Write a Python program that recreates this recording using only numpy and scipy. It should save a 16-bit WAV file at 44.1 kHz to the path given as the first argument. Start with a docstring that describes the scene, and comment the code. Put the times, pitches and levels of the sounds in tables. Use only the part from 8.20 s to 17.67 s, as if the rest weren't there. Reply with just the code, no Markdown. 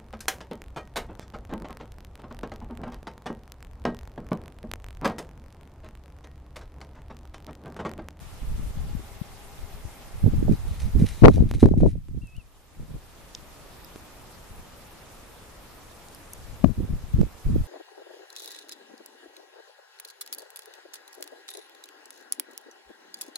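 """Gusts on a breezy shore.

Wind buffets the two ports of a hand-held microphone: turbulence rumbles, single eddies thump, and the
hardest gusts overload. Far surf, a fine hiss and a faint drone lie behind, and a wader whistles once.
Close by, handling rubs out a scratchy rustle, with a few dull pops and small bright ticks."""
import sys
import numpy as np
from scipy import signal
from scipy.io import wavfile
from scipy.ndimage import uniform_filter1d

SR = 44100
rng = np.random.default_rng(int(sys.argv[2]) if len(sys.argv) > 2 else 0)


def bounce(signal):
    """Save signal as a 16-bit WAV file at the path given by the first command-line argument."""
    frames = np.transpose(np.atleast_2d(signal))
    limited = np.clip(frames, -1, 1)
    pcm = np.round(limited * 32767).astype(np.int16)
    wavfile.write(sys.argv[1], SR, pcm)


N = 417627
TIME = np.arange(N) / SR


def from_db(db):
    """Decibels to gain."""
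    return np.exp(np.asarray(db) * (np.log(10) / 20))


def unit_rms(x):
    """Scale to an rms of 1."""
    return x / np.sqrt(np.mean(x ** 2) + 1e-20)


def automation(rows):
    """Turn (time, values...) breakpoints into one curve per value."""
    times, *columns = np.transpose(rows)
    return [np.interp(TIME, times, column) for column in columns]


def at_hz(points, hz):
    """Read a curve on a log-frequency axis."""
    frequencies, values = np.transpose(points)
    return np.interp(np.log(hz), np.log(frequencies), values)


def drift(rate_hz):
    """Smooth random modulation with an rms of about 1."""
    hop, settle = 40, 2000
    pole = np.exp(-2 * np.pi * rate_hz * hop / SR)
    noise = rng.standard_normal(N // hop + settle + 2)
    slow = signal.lfilter([1], [1, -2 * pole, pole * pole], noise)[settle:]
    return np.interp(np.arange(N) / hop, np.arange(len(slow)), unit_rms(slow))


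def power_envelope(start, hold, attack_s, release_s):
    """Rise to full power at start, hold, release; each slope covers 20 dB in its time."""
    out = np.zeros(N)
    near = slice(max(int((start - .3) * SR), 0), int((start + hold + .6) * SR))
    early = np.maximum(start - TIME[near], 0)
    late = np.maximum(TIME[near] - start - hold, 0)
    out[near] = from_db(-20 * (early / attack_s + late / release_s)) ** 2
    return out


def resonance(x, hz, width_hz):
    """One resonant band, unity gain at its peak."""
    return signal.lfilter(*signal.iirpeak(hz, hz / width_hz, fs=SR), x)


def noise_bands(count, passes=1):
    """Half-octave bands from 15 Hz up: yields (centre in Hz, pair of unrelated noises)."""
    edges = 15 * 2 ** (np.arange(count + 1) / 2)
    white = rng.standard_normal((2, 2, N))
    for k, (low, high) in enumerate(zip(edges, edges[1:])):
        sos = signal.butter(2, [low, high], "band", fs=SR, output="sos")
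        yield np.sqrt(low * high), signal.sosfilt(np.tile(sos, (passes, 1)), white[k % 2])


def stereo(pair, correlation):
    """Mix two unrelated noises as mid and side into left and right."""
    mid = np.sqrt(1 + correlation) * pair[0]
    side = np.sqrt(1 - correlation) * pair[1]
    return np.array([mid + side, mid - side])


def wash(spectrum, correlation, flicker_db, flicker_hz):
    """A stereo noise bed whose bands each flicker on their own; rms 1."""
    bed = np.zeros((2, N))
    for hz, band in noise_bands(count=20):
        level_db = at_hz(spectrum, hz) + flicker_db * drift(flicker_hz)
        bed += stereo(band, at_hz(correlation, hz)) * from_db(level_db)
    return unit_rms(bed)


# The drone's partials: (centre [Hz], filter width [Hz], relative level [dB])
DRONE_PARTIALS = [(406, 45, 2), (809, 68, 6), (2120, 90, -1.5)]
# Its swell and fade: (time [s], level [dB])
DRONE_FADER = [(0, -80), (.8, -69), (1.9, -67.5), (2.7, -72), (3.4, -72), (4.0, -110)]


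def drone():
    """A faint, wavering hum far along the shore: noise rung through narrow resonances."""
    level_db, = automation(DRONE_FADER)
    hum = np.zeros(N)
    for hz, width_hz, db in DRONE_PARTIALS:
        band = resonance(rng.standard_normal(N), hz, width_hz)
        hum += from_db(db) * unit_rms(resonance(band, hz, width_hz))
    return from_db(level_db) * hum


# The bed, dipping for a while after the hardest gust: (time [s], surf level [dB], hiss level [dB])
SHORE_FADERS = [(0, -49.5, -53.5), (2.3, -48.5, -53.5), (3.0, -49, -52), (3.3, -57, -59.5),
                (3.75, -69.5, -67), (4.15, -62.5, -65.5), (4.5, -57, -61.5), (5.0, -51, -55.5),
                (5.5, -48.5, -54), (6.8, -49, -54.5), (8.35, -48.5, -54), (8.55, -51.5, -56.5),
                (9.47, -49, -54.5)]
# Tone of the dark surf and of the bright hiss: (frequency [Hz], relative density [dB])
SURF_EQ = [(25, 11), (60, 8.5), (130, 3.5), (300, 1), (600, -0.5), (1000, -2), (1600, -8), (3000, -19),
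           (6000, -21), (14000, -40.5)]
HISS_EQ = [(200, -9), (1000, -9), (2500, 0), (5000, -4.5), (8000, -5), (14000, -6.5)]
# Stereo image of the surf: (frequency [Hz], left-right correlation [0-1])
SURF_IMAGE = [(60, 0.87), (300, 0.47), (700, 0.58), (1500, 0.51), (4000, 0.44)]


def shore():
    """Far surf reaches both ports much alike; the fine hiss is different in each."""
    surf_db, hiss_db = automation(SHORE_FADERS)
    surf = wash(SURF_EQ, SURF_IMAGE, flicker_db=0.47, flicker_hz=6.3)
    hiss = wash(HISS_EQ, correlation=[(1000, .03)], flicker_db=1.5, flicker_hz=17)
    return from_db(surf_db) * surf + from_db(hiss_db) * hiss


# Pitch line of the bird's call: (time [s], pitch [Hz])
WADER_PITCH = [(4.013, 2620), (4.025, 2770), (4.064, 2700), (4.078, 2600), (4.125, 2590), (4.149, 2570),
               (4.171, 3050), (4.188, 2810), (4.22, 2570)]


def wader(level_db, fade_s, waver_db, waver_hz):
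    """A far, nearly pure whistle that sags, flicks up and falls."""
    hz = automation(WADER_PITCH)[0] + waver_hz * drift(40)
    start, end = WADER_PITCH[0][0], WADER_PITCH[-1][0]
    gate = np.clip(np.minimum(TIME - start, end - TIME) / fade_s, 0, 1)
    tone = np.sqrt(2) * np.sin(2 * np.pi * np.cumsum(hz) / SR)
    return gate * from_db(level_db + waver_db * drift(41)) * tone


# Strokes of handling: (start [s], hold [s], level [dB])
RUSTLE_STROKES = [(2.322, 0.017, -57), (2.48, 0.092, -56.5), (2.595, 0.047, -49), (2.79, 0.035, -51),
                  (2.862, 0.019, -43.5), (2.93, .18, -53.5), (3.137, 0.015, -49), (3.29, 0.017, -54),
                  (3.343, 0.014, -50.5), (3.397, 0.029, -46.5), (3.578, 0.071, -60.5),
                  (3.671, 0.012, -53.5)]
# Tone of the rubbing: (frequency [Hz], relative density [dB])
RUSTLE_EQ = [(400, -19.5), (1200, -9.5), (2000, -0.5), (3000, -1.5), (4000, -1), (5000, -4.5), (6000, -8.5),
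             (9000, -4.5), (11000, -14.5), (14000, -21)]
# Resonances the rubbing excites: (centre [Hz], width [Hz], relative level [dB])
RUSTLE_RESONANCES = [(2000, 480, 2), (2420, 120, -0.5), (3960, 270, 7.5), (6080, 740, 6),
                     (9000, 1800, -4.5)]


def rustle(grain_db, body_db):
    """Close rubbing: a scratchy hiss that catches and slips, with resonances that come and go."""
    power = sum(from_db(db) ** 2 * power_envelope(start, hold, attack_s=0.01, release_s=0.071)
                for start, hold, db in RUSTLE_STROKES)
    correlation = [(2500, 1.0), (7000, 0.79), (14000, 0.28)]   # the image widens toward the top
    rubbing = wash(RUSTLE_EQ, correlation, flicker_db=0.5, flicker_hz=33)
    rubbing *= from_db(grain_db * drift(100))
    body = sum(from_db(db + body_db + 2.0 * drift(8)) * resonance(rubbing, hz, width_hz)
               for hz, width_hz, db in RUSTLE_RESONANCES)
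    return np.sqrt(power) * unit_rms(rubbing + body)


# Small, bright ticks:
# (time [s], crack peak [dB], crack centre [Hz], crack width [Hz], ring peak [dB], ring centre [Hz])
TICK_CUES = [(4.071, -45, 8600, 6000, -62, 5000), (4.166, -41, 7140, 7000, -52, 2980),
             (5.1495, -22, 5080, 1500, -29, 3720), (5.646, -34, 13000, 2500, -38, 5200),
             (7.885, -38, 7000, 5000, -53, 5000), (7.948, -34, 10200, 3000, -39, 5130),
             (8.134, -23.5, 10800, 4500, -32.5, 6360)]


def ticks(correlation, snap, t60_s, ring_width_hz):
    """A snap and a tiny noise burst, heard as a broad bright crack and a narrower ring below it."""
    out, size = np.zeros((2, N)), 2048
    decay = from_db(-60 * TIME[:size] / t60_s)
    for time, crack_db, crack_hz, crack_width_hz, ring_db, ring_hz in TICK_CUES:
        onset = int(time * SR)
        burst = stereo(rng.standard_normal((2, size)), correlation) * decay
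        burst[:, 0] += snap
        for db, hz, width in (crack_db, crack_hz, crack_width_hz), (ring_db, ring_hz, ring_width_hz):
            edges = [hz - width / 2, hz + width / 2]
            tick = signal.sosfilt(signal.butter(2, edges, "band", fs=SR, output="sos"), burst)
            out[:, onset:onset + size] += from_db(db) * tick / np.abs(tick).max()
    return out


# Dull pops of handling and wind: (time [s], peak [dB], corner [Hz])
POP_CUES = [(3.313, -17, 90), (3.339, -25, 200), (3.4591, -21.5, 250), (3.487, -32, 250),
            (3.609, -30.5, 300), (3.662, -38, 300), (3.885, -40.5, 300), (5.76, -28.5, 350),
            (8.4464, -25, 250), (9.014, -25.5, 250)]


def pops():
    """Each pop is a sudden step of pressure that leaks away."""
    out, size = np.zeros(N), 2048
    for time, peak_db, corner_hz in POP_CUES:
        onset = int(time * SR)
        out[onset:onset + size] += from_db(peak_db) * np.exp(-2 * np.pi * corner_hz * TIME[:size])
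    return out


# The light breeze between gusts: (time [s], level [dB])
BREEZE_FADER = [(0, -40.5), (1.8, -49.5), (2.4, -34.5), (3.7, -36), (4.4, -57.5), (4.9, -54), (5.3, -53.5),
                (7.9, -77), (8.2, -43.5), (9.47, -60)]
# Gusts at the ports: (start [s], hold [s], left level [dB], right level [dB], base corner [Hz])
GUST_CUES = [(0.218, .14, -30, -27, 97), (0.382, 0.12, -27, -29, 96), (0.56, 0.068, -26.5, -34, 100),
             (0.646, 0.16, -30, -33.5, 110), (1.382, 0.095, -34.5, -41, 100), (1.544, 0.14, -36, -37.5, 98),
             (1.942, .09, -36, -35.5, 92), (2.035, 0.045, -19, -13.5, 117),
             (2.122, 0.13, -21.5, -21.5, 130), (2.278, 0.058, -21, -17.5, 161),
             (2.45, 0.092, -42, -31.5, 116), (2.632, 0.064, -27, -26, 124), (2.754, 0.09, -18, -14, 103),
             (3.04, 0.048, -5, -4, 114), (3.143, 0.094, -14.5, -14.5, 101), (3.26, .11, -23.5, -23, 114),
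             (3.437, 0.056, -12.5, -11.5, 118), (3.515, .11, -18, -19.5, 146),
             (3.637, 0.045, -15, -19, 185), (3.704, 0.081, -27.5, -31, 172),
             (3.879, 0.097, -34.5, -27.5, 139), (4.013, 0.043, -33.5, -39.5, 133),
             (4.164, .025, -41.5, -49.5, 132), (4.578, 0.054, -34.5, -36, 183),
             (4.697, 0.057, -33, -31, 214), (6.315, .1, -43, -43, 99), (8.257, 0.15, -37, -48, 133),
             (8.445, 0.049, -15, -24.5, 143), (8.585, 0.064, -26.5, -21, 168),
             (8.701, 0.037, -21.5, -24.5, 126), (8.77, 0.2, -33, -39, 135), (8.947, 0.094, -24, -17.5, 140),
             (9.268, 0.14, -17.5, -17, 98)]


def airflow(breeze_corner_hz):
    """Gusts add up over the breeze: the level at each port in dB, and the power-weighted corner in Hz."""
    breeze = from_db(automation(BREEZE_FADER)[0]) ** 2
    power = np.array([breeze, breeze])
    weighted_corner = 2 * breeze * breeze_corner_hz
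    for start, hold, left_db, right_db, hz in GUST_CUES:
        envelope = power_envelope(start, hold, attack_s=0.023, release_s=0.042)
        gust = from_db([[left_db], [right_db]]) ** 2 * envelope
        power += gust
        weighted_corner += hz * gust.sum(axis=0)
    return 10 * np.log10(power), weighted_corner / power.sum(axis=0)


def buffeting(ports_db, corner_hz, rolloff_db, steepness, tilt_db_per_octave, lumpy_db, spurt_octaves):
    """Turbulence at each port: a lumpy rumble that follows the gusts."""
    # small eddies come in brief spurts, and die out steeply above the corner
    corner_hz = corner_hz * 2 ** (spurt_octaves * np.array([drift(63), drift(50)]))
    flow = np.zeros((2, N))
    for hz, band in noise_bands(count=14, passes=2):
        band_db = tilt_db_per_octave * np.log2(hz) - rolloff_db * (hz / corner_hz) ** steepness
        flow += stereo(band, correlation=0.12) * from_db(band_db)
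    # even out the noise, so that the gust and its lumps set the strength
    window = int(0.028 * SR)
    power = uniform_filter1d(uniform_filter1d(flow ** 2, window), window)
    levelled = flow / np.sqrt(np.abs(power) + 1e-20)
    lumps_db = lumpy_db * np.array([drift(22), drift(15.7)])
    return levelled * from_db(ports_db + lumps_db)


def sputter(ports_db, corner_hz, per_second, offset_db, spread_db, octaves_up, spread_octaves):
    """Small eddies arrive by chance, scaled to the wind's strength and speed: cues for eddies()."""
    hop = 256
    moments = np.arange(0, N, hop)
    born = rng.random(len(moments)) < per_second * hop / SR
    scatter = rng.standard_normal((len(moments), 3))
    cues = []
    for i, luck in zip(moments[born], scatter[born]):
        left_db, right_db = ports_db[:, i] + offset_db + spread_db * luck[:2]
        hz = corner_hz[:, i].mean() * 2 ** (octaves_up + spread_octaves * luck[2])
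        cues.append((i / SR, left_db, right_db, hz))
    return cues


# Eddies that stand out as thumps, before trim: (time [s], left level [dB], right level [dB], swing [Hz])
THUMP_CUES = [(0.575, -21.5, -39, 120), (0.752, -18.5, -37, 171), (1.017, -18, -47, 150),
              (1.655, -25, -42, 85), (2.042, -35, -4.5, 147), (2.064, -20, -5, 159), (2.228, -18, -10, 263),
              (2.283, -36, -14.5, 520), (2.298, -18, -6.5, 177), (2.824, -7, -5.5, 169),
              (3.024, -0.5, -25, 196), (3.037, 11, -3, 240), (3.053, 8.5, 3, 570), (3.058, 9.5, -13, 750),
              (3.083, 8, 9, 386), (3.172, -14, -17, 400), (3.225, -8.5, -27, 292), (3.43, 2.5, -2, 289),
              (3.458, 1, -11, 250), (3.514, -6.5, -14, 249), (3.539, -17, -27, 575), (3.576, -17, -8, 188),
              (3.634, -3.5, -27, 410), (3.661, -4.5, -17.5, 319), (5.76, -42, -31.5, 305),
              (8.444, 7.5, -28, 204), (8.604, -24, -20.5, 278), (8.944, -7.5, -19, 107),
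              (9.013, -8.5, -8, 171), (9.362, -30, -10.5, 310)]


def eddies(sputter_cues, rise_cycles, fall_cycles, trim_db):
    """An eddy crossing a port swings the pressure to and fro, quick to rise and a little slower to die."""
    out = np.zeros((2, N))
    for time, left_db, right_db, hz in THUMP_CUES + sputter_cues:
        near = slice(max(int((time - .05) * SR), 0), int((time + .05) * SR))
        cycles = (TIME[near] - time) * hz
        envelope = np.exp(-(cycles / np.where(cycles < 0, rise_cycles, fall_cycles)) ** 2)
        swing = np.sin(2 * np.pi * (cycles + rng.random((2, 1))))   # its own phase at each port
        out[:, near] += from_db([[left_db + trim_db], [right_db + trim_db]]) * envelope * swing
    return out


def wind(knee_db, db_per_octave, rumble_db):
    """Rumble, thumps and sputter; a harder gust is louder and breaks into smaller, faster eddies."""
    ports_db, base_corner_hz = airflow(breeze_corner_hz=107)
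    excess_octaves = (ports_db - knee_db) / db_per_octave
    corner_hz = base_corner_hz * 2 ** (np.logaddexp(0, 2 * excess_octaves) / 2)   # opens on a soft knee
    rumble = buffeting(ports_db + rumble_db, corner_hz, rolloff_db=11.5, steepness=1.76,
                       tilt_db_per_octave=-0.61, lumpy_db=4.5, spurt_octaves=0.3)
    sputter_cues = sputter(ports_db, corner_hz, per_second=18, offset_db=-5.5, spread_db=1,
                           octaves_up=0.72, spread_octaves=0.37)
    return rumble + eddies(sputter_cues, rise_cycles=0.4, fall_cycles=0.65, trim_db=1.5)


def scene():
    """The mix: quiet shore at the back, handling up close, wind on top."""
    far = shore() + drone() + wader(level_db=-59.5, fade_s=0.0084, waver_db=2.0, waver_hz=19)
    rubbing = rustle(grain_db=3.0, body_db=-2.5)
    clicks = ticks(correlation=0.74, snap=2.7, t60_s=0.0092, ring_width_hz=760) + pops()
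    return far + rubbing + clicks + wind(knee_db=-26, db_per_octave=10.0, rumble_db=-1.62)


def record(dry):
    """The hardest gusts flatten against the overload ceiling; a steep low-pass cuts the top."""
    ceiling, hardness, cutoff_hz = 0.9, 30, 14400
    flattened = dry / (1 + np.abs(dry / ceiling) ** hardness) ** (1 / hardness)
    return signal.sosfilt(signal.ellip(10, .1, 70, cutoff_hz, fs=SR, output="sos"), flattened)


dry = scene()
out = record(dry)
bounce(out)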